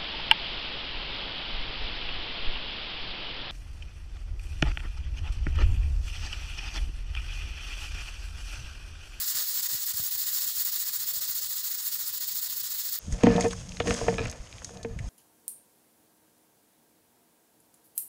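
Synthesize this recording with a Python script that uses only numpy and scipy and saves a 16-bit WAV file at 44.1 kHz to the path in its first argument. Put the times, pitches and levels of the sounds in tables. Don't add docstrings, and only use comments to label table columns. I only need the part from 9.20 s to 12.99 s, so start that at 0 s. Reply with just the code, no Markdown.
import sys
import numpy as np
from scipy import signal
from scipy.fft import rfft, irfft
from scipy.io import wavfile
from scipy.ndimage import uniform_filter1d

SR = 44100
rng = np.random.default_rng(int(sys.argv[2]) if len(sys.argv) > 2 else 0)


def ratio_of_db(decibels):
    return 10 ** (np.asarray(decibels, float) / 20)


def bounce(signal):
    frames = np.transpose(np.atleast_2d(signal))
    limited = np.clip(frames, -1, 1)
    pcm = np.round(limited * 32767).astype(np.int16)
    wavfile.write(sys.argv[1], SR, pcm)


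N = 167139


def evened(x):
    return x / np.sqrt(np.mean(abs(x) ** 2) + 1e-20)


def read(f, value, hz):
    return np.interp(np.log(hz + 1), np.log(np.asarray(f) + 1.), value)


def colour(x, gain):
    hz = np.fft.rfftfreq(len(x), 1 / SR)
    return irfft(rfft(x) * gain(hz), len(x))


def blurred(shape, frames, bins):
    field = uniform_filter1d(rng.standard_normal(shape), frames, axis=0)
    return evened(uniform_filter1d(field, bins, axis=1)).T


def noise_cells(frames, bins):
    a, b = rng.standard_normal((frames, bins, 2)).T
    return a + 1j * b


REOPEN = .85

# centre in seconds, depth in dB, nominal width at half depth in ms.
CHOKES = [(0.055, 6.5, 30), (0.138, 8.5, 22), (0.256, 5.5, 35), (0.333, 6.5, 27), (0.416, 18, 9.1),
          (0.481, 16, 11.7), (0.594, 6, 39), (0.653, 10, 16), (0.729, 26, 7.9), (0.753, 7, 19),
          (0.822, 5, 18), (0.903, 16, 10.4), (0.97, 10, 14), (1.054, 10.5, 17.0), (1.113, 6, 20),
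          (1.201, 6, 16), (1.261, 11, 9.2), (1.337, 7.5, 42), (1.443, 13.5, 12), (1.511, 15, 17),
          (1.552, 4.5, 8.6), (1.584, 6, 23), (1.648, 8.5, 22), (1.715, 9, 21), (1.786, 11.5, 17),
          (1.856, 9.5, 20), (1.928, 12, 13), (2.002, 15.5, 13), (2.069, 7.5, 16), (2.142, 11, 15),
          (2.208, 13.5, 13.5), (2.254, 6, 7.7), (2.284, 10.5, 19), (2.351, 10.5, 15), (2.426, 11, 18),
          (2.494, 7, 13), (2.537, 8, 7.7), (2.57, 10.5, 17), (2.634, 5, 38), (2.707, 10, 20),
          (2.779, 9.5, 19), (2.85, 8, 31), (2.919, 9, 23), (2.963, 4.5, 18), (2.996, 17, 13),
          (3.063, 11, 22), (3.107, 7, 12), (3.142, 11.5, 18), (3.209, 11, 17), (3.285, 14, 15.5),
          (3.316, 8, 5.9), (3.352, 9, 23), (3.394, 7, 8.1), (3.427, 12, 13.5), (3.491, 8, 23.0),
          (3.536, 7, 9.8), (3.569, 7.5, 22), (3.636, 7, 24), (3.677, 2.5, 8.5), (3.71, 7, 22),
          (3.779, 11, 17)]


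def choke_db(t):
    lost = np.zeros(len(t))
    for s, depth_db, width_ms in CHOKES:
        spread = width_ms / 2355 * np.where(t > s, REOPEN, 1 / REOPEN)
        lost += depth_db * np.exp(-.5 * ((t - s) / spread) ** 2)
    return lost


RIPPLE_DB, RIPPLE_WIDTH_HZ, RIPPLE_FROM_HZ = 1.4, 60, 2600

# frequency in Hz, density in dB per Hz.
HISS = [(700, -50), (840, -37), (930, -27), (1390, -25.5), (2380, -25), (3140, -21.5), (3360, -17),
        (4300, -10.5), (5200, -11.5), (6100, -15), (7450, -9), (8300, -13.5), (9100, -19.5), (10200, -13.5),
        (11300, -11.5), (13000, -18)]
# frequency in Hz, relative density in dB per Hz.
SIZZLE = [(13850, -14), (14550, -1), (15000, 0), (15700, -2)]
# frequency in Hz, width in Hz, lift in dB.
RINGS = [(1240, 40, 5), (1470, 70, 5), (1690, 60, 6), (1850, 90, 4), (1960, 110, 6), (2400, 80, -4.5),
         (6630, 127, 6)]


def body(hz):
    lift_db = sum(db / (1 + (2 * (hz - f) / width) ** 2) for f, width, db in RINGS)
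    ripple_bins = round(RIPPLE_WIDTH_HZ / hz[1])
    ripple = evened(uniform_filter1d(rng.standard_normal(len(hz)), ripple_bins))
    lift_db += RIPPLE_DB * ripple * (hz > RIPPLE_FROM_HZ)
    return ratio_of_db(read(*np.transpose(HISS + SIZZLE), hz) + lift_db)


def kitchen(field_db):
    room_db, room_t60_s = -10.5, 0.28
    keep = ratio_of_db(-120 * 32 / SR / room_t60_s)
    power = ratio_of_db(2 * field_db)
    tail = signal.lfilter([1 - keep], [1, -keep], power)
    return 10 * np.log10(power + ratio_of_db(2 * room_db) * tail)


CHOKE_SCATTER = .17
PATCH_DB, FLICKER_DB = 0.89, 0.93
SPIT_DB = 1

# time in seconds, level in dB, swell in dB before its share.
JET = [(0, -29, 6.5), (.1, -23, 1), (0.191, -30.5, 9.5), (.26, -24.5, 0.5), (.4, -27.5, 4), (.6, -28, 4),
       (.9, -24.5, -1), (1.15, -26.5, 3), (1.4, -23, -0.5), (1.7, -26.5, 2), (2.2, -28, 2.5),
       (3.2, -26.5, 1), (3.79, -27.5, 2)]
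# frequency in Hz, share of the choke, lag in ms (below 0 is early), share of the swell.
FOLLOW = [(1480, 0.85, 4, 1.4), (4560, 0.58, 2.5, 0.98), (7600, 0.85, 2.2, 1.09), (11000, 1.03, -.4, 0.66),
          (15600, 1.02, -2.5, 0.72)]


def steam():
    frames, hz = N // 32 + 8, np.fft.rfftfreq(128, 1 / SR)
    t = np.arange(frames) * 32 / SR
    shape = (frames, len(hz))
    s, level_db, swell_db = np.transpose(JET)
    f, choke_share, lag_ms, swell_share = np.transpose(FOLLOW)

    lost = choke_db(t)
    late = np.array([np.interp(t - lag / 1000, t, lost) for lag in read(f, lag_ms, hz)])
    late *= np.maximum(1 + CHOKE_SCATTER * blurred(shape, frames=60, bins=6), 0)

    field_db = np.interp(t, s, level_db) - read(f, choke_share, hz)[:, None] * late
    field_db += read(f, swell_share, hz)[:, None] * np.interp(t, s, swell_db)
    field_db += PATCH_DB * blurred(shape, frames=50, bins=4)
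    field_db += FLICKER_DB * blurred(shape, frames=12, bins=20)
    field_db += SPIT_DB * blurred(shape, frames=3, bins=12) * hz[:, None] / 15000
    field_db = kitchen(field_db)

    cells = noise_cells(frames, len(hz)) * ratio_of_db(field_db)
    raw = signal.istft(cells, nperseg=128, noverlap=96)[1][:N]
    jet = colour(raw, body)
    return evened(jet) * np.sqrt(np.mean(ratio_of_db(2 * field_db)))


GURGLE_DB, GURGLE_PATCH_DB = -69.5, 5.5
GURGLE_FOLLOW = 1.18

# frequency in Hz, density in dB per Hz.
GURGLE = [(180, -32), (260, -5.5), (430, -1), (600, 2), (760, -4), (1000, -12), (1300, -33)]


def gurgle():
    frames, hz = N // 128 + 8, np.fft.rfftfreq(512, 1 / SR)
    t = np.arange(frames) * 128 / SR
    patches = blurred((frames, len(hz)), frames=14, bins=2)
    s, _, swell_db = np.transpose(JET)
    swell_db = np.interp(t, s, swell_db)
    cells = noise_cells(frames, len(hz)) * ratio_of_db(GURGLE_PATCH_DB * patches + GURGLE_FOLLOW * swell_db)
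    raw = signal.istft(cells, nperseg=512, noverlap=384)[1][:N]
    low = colour(raw, lambda f: ratio_of_db(read(*np.transpose(GURGLE), f)))
    return ratio_of_db(GURGLE_DB) * evened(low)


RUMBLE_DB = -67
LUMPS_PER_S, LUMP_DB, LUMP_S = 25, 7, 0.023

# frequency in Hz, density in dB per Hz.
RUMBLE = [(25, 1.5), (65, -4), (115, 3.5), (230, -6.5), (420, -42)]


def rumble():
    kicks = (rng.random(N) < LUMPS_PER_S / SR) * rng.exponential(1, N)
    decay = np.exp(-np.arange(SR // 5) / SR / LUMP_S)
    lumps = signal.fftconvolve(kicks, decay)[:N]
    low = colour(rng.standard_normal(N), lambda hz: ratio_of_db(read(*np.transpose(RUMBLE), hz)))
    return ratio_of_db(RUMBLE_DB) * evened(low * ratio_of_db(LUMP_DB * np.minimum(lumps, 1)))


THUMP_HZ, SAG_S, THUMP_T60_S = 184, .008, 0.051
EDGE_HZ, EDGE_DB = 660, -63.5
EDGE_GROWTH = 2.2

# start in seconds, peak of the swing in dB, rise time constant in ms.
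THUMPS = [(.1475, -48.5, 1.2), (0.529, -48, 1), (0.545, -41, 0.45), (.738, -45, 7.4), (0.7966, -37.5, 1.8),
          (.821, -51, 0.65), (0.944, -51, 5), (1.372, -52, 5), (1.967, -49, 3), (2.092, -51.5, 2),
          (3.113, -60, 5.4)]


def thumps():
    t, out = np.arange(SR // 10) / SR, np.zeros(N + SR)
    turns = THUMP_HZ * SAG_S * np.log(1 + t / SAG_S)
    ringing = -np.sin(2 * np.pi * turns) * ratio_of_db(-60 * t / THUMP_T60_S)
    u = t * EDGE_HZ * 2 * np.pi
    knock = np.sin(u) * u * np.exp(1 - u / 4)
    for s, peak_db, rise_ms in THUMPS:
        swing = ringing * (1 - np.exp(-1000 * t / rise_ms)) ** 2
        knock_db = EDGE_DB + EDGE_GROWTH * (peak_db + 41.5)
        thump = ratio_of_db(peak_db) * swing / abs(swing).max() + ratio_of_db(knock_db) * knock
        out[round(s * SR):][:len(t)] += thump
    return out[:N]


def scene():
    return np.tile(steam() + gurgle() + rumble() + thumps(), (2, 1))


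def roll_off(x):
    return signal.sosfilt(signal.butter(12, 15830, fs=SR, output="sos"), x)


def record(dry):
    mic_low_hz, mic_top_hz = 53.3, 15730
    bass_cut = signal.butter(2, mic_low_hz, "high", fs=SR, output="sos")
    band_limit = signal.firwin(767, mic_top_hz, window=("kaiser", 10), fs=SR)
    cut = signal.sosfilt(bass_cut, dry)
    mix = signal.oaconvolve(cut, band_limit[None], "same")
    return roll_off(mix)


dry = scene()
out = record(dry)
bounce(out)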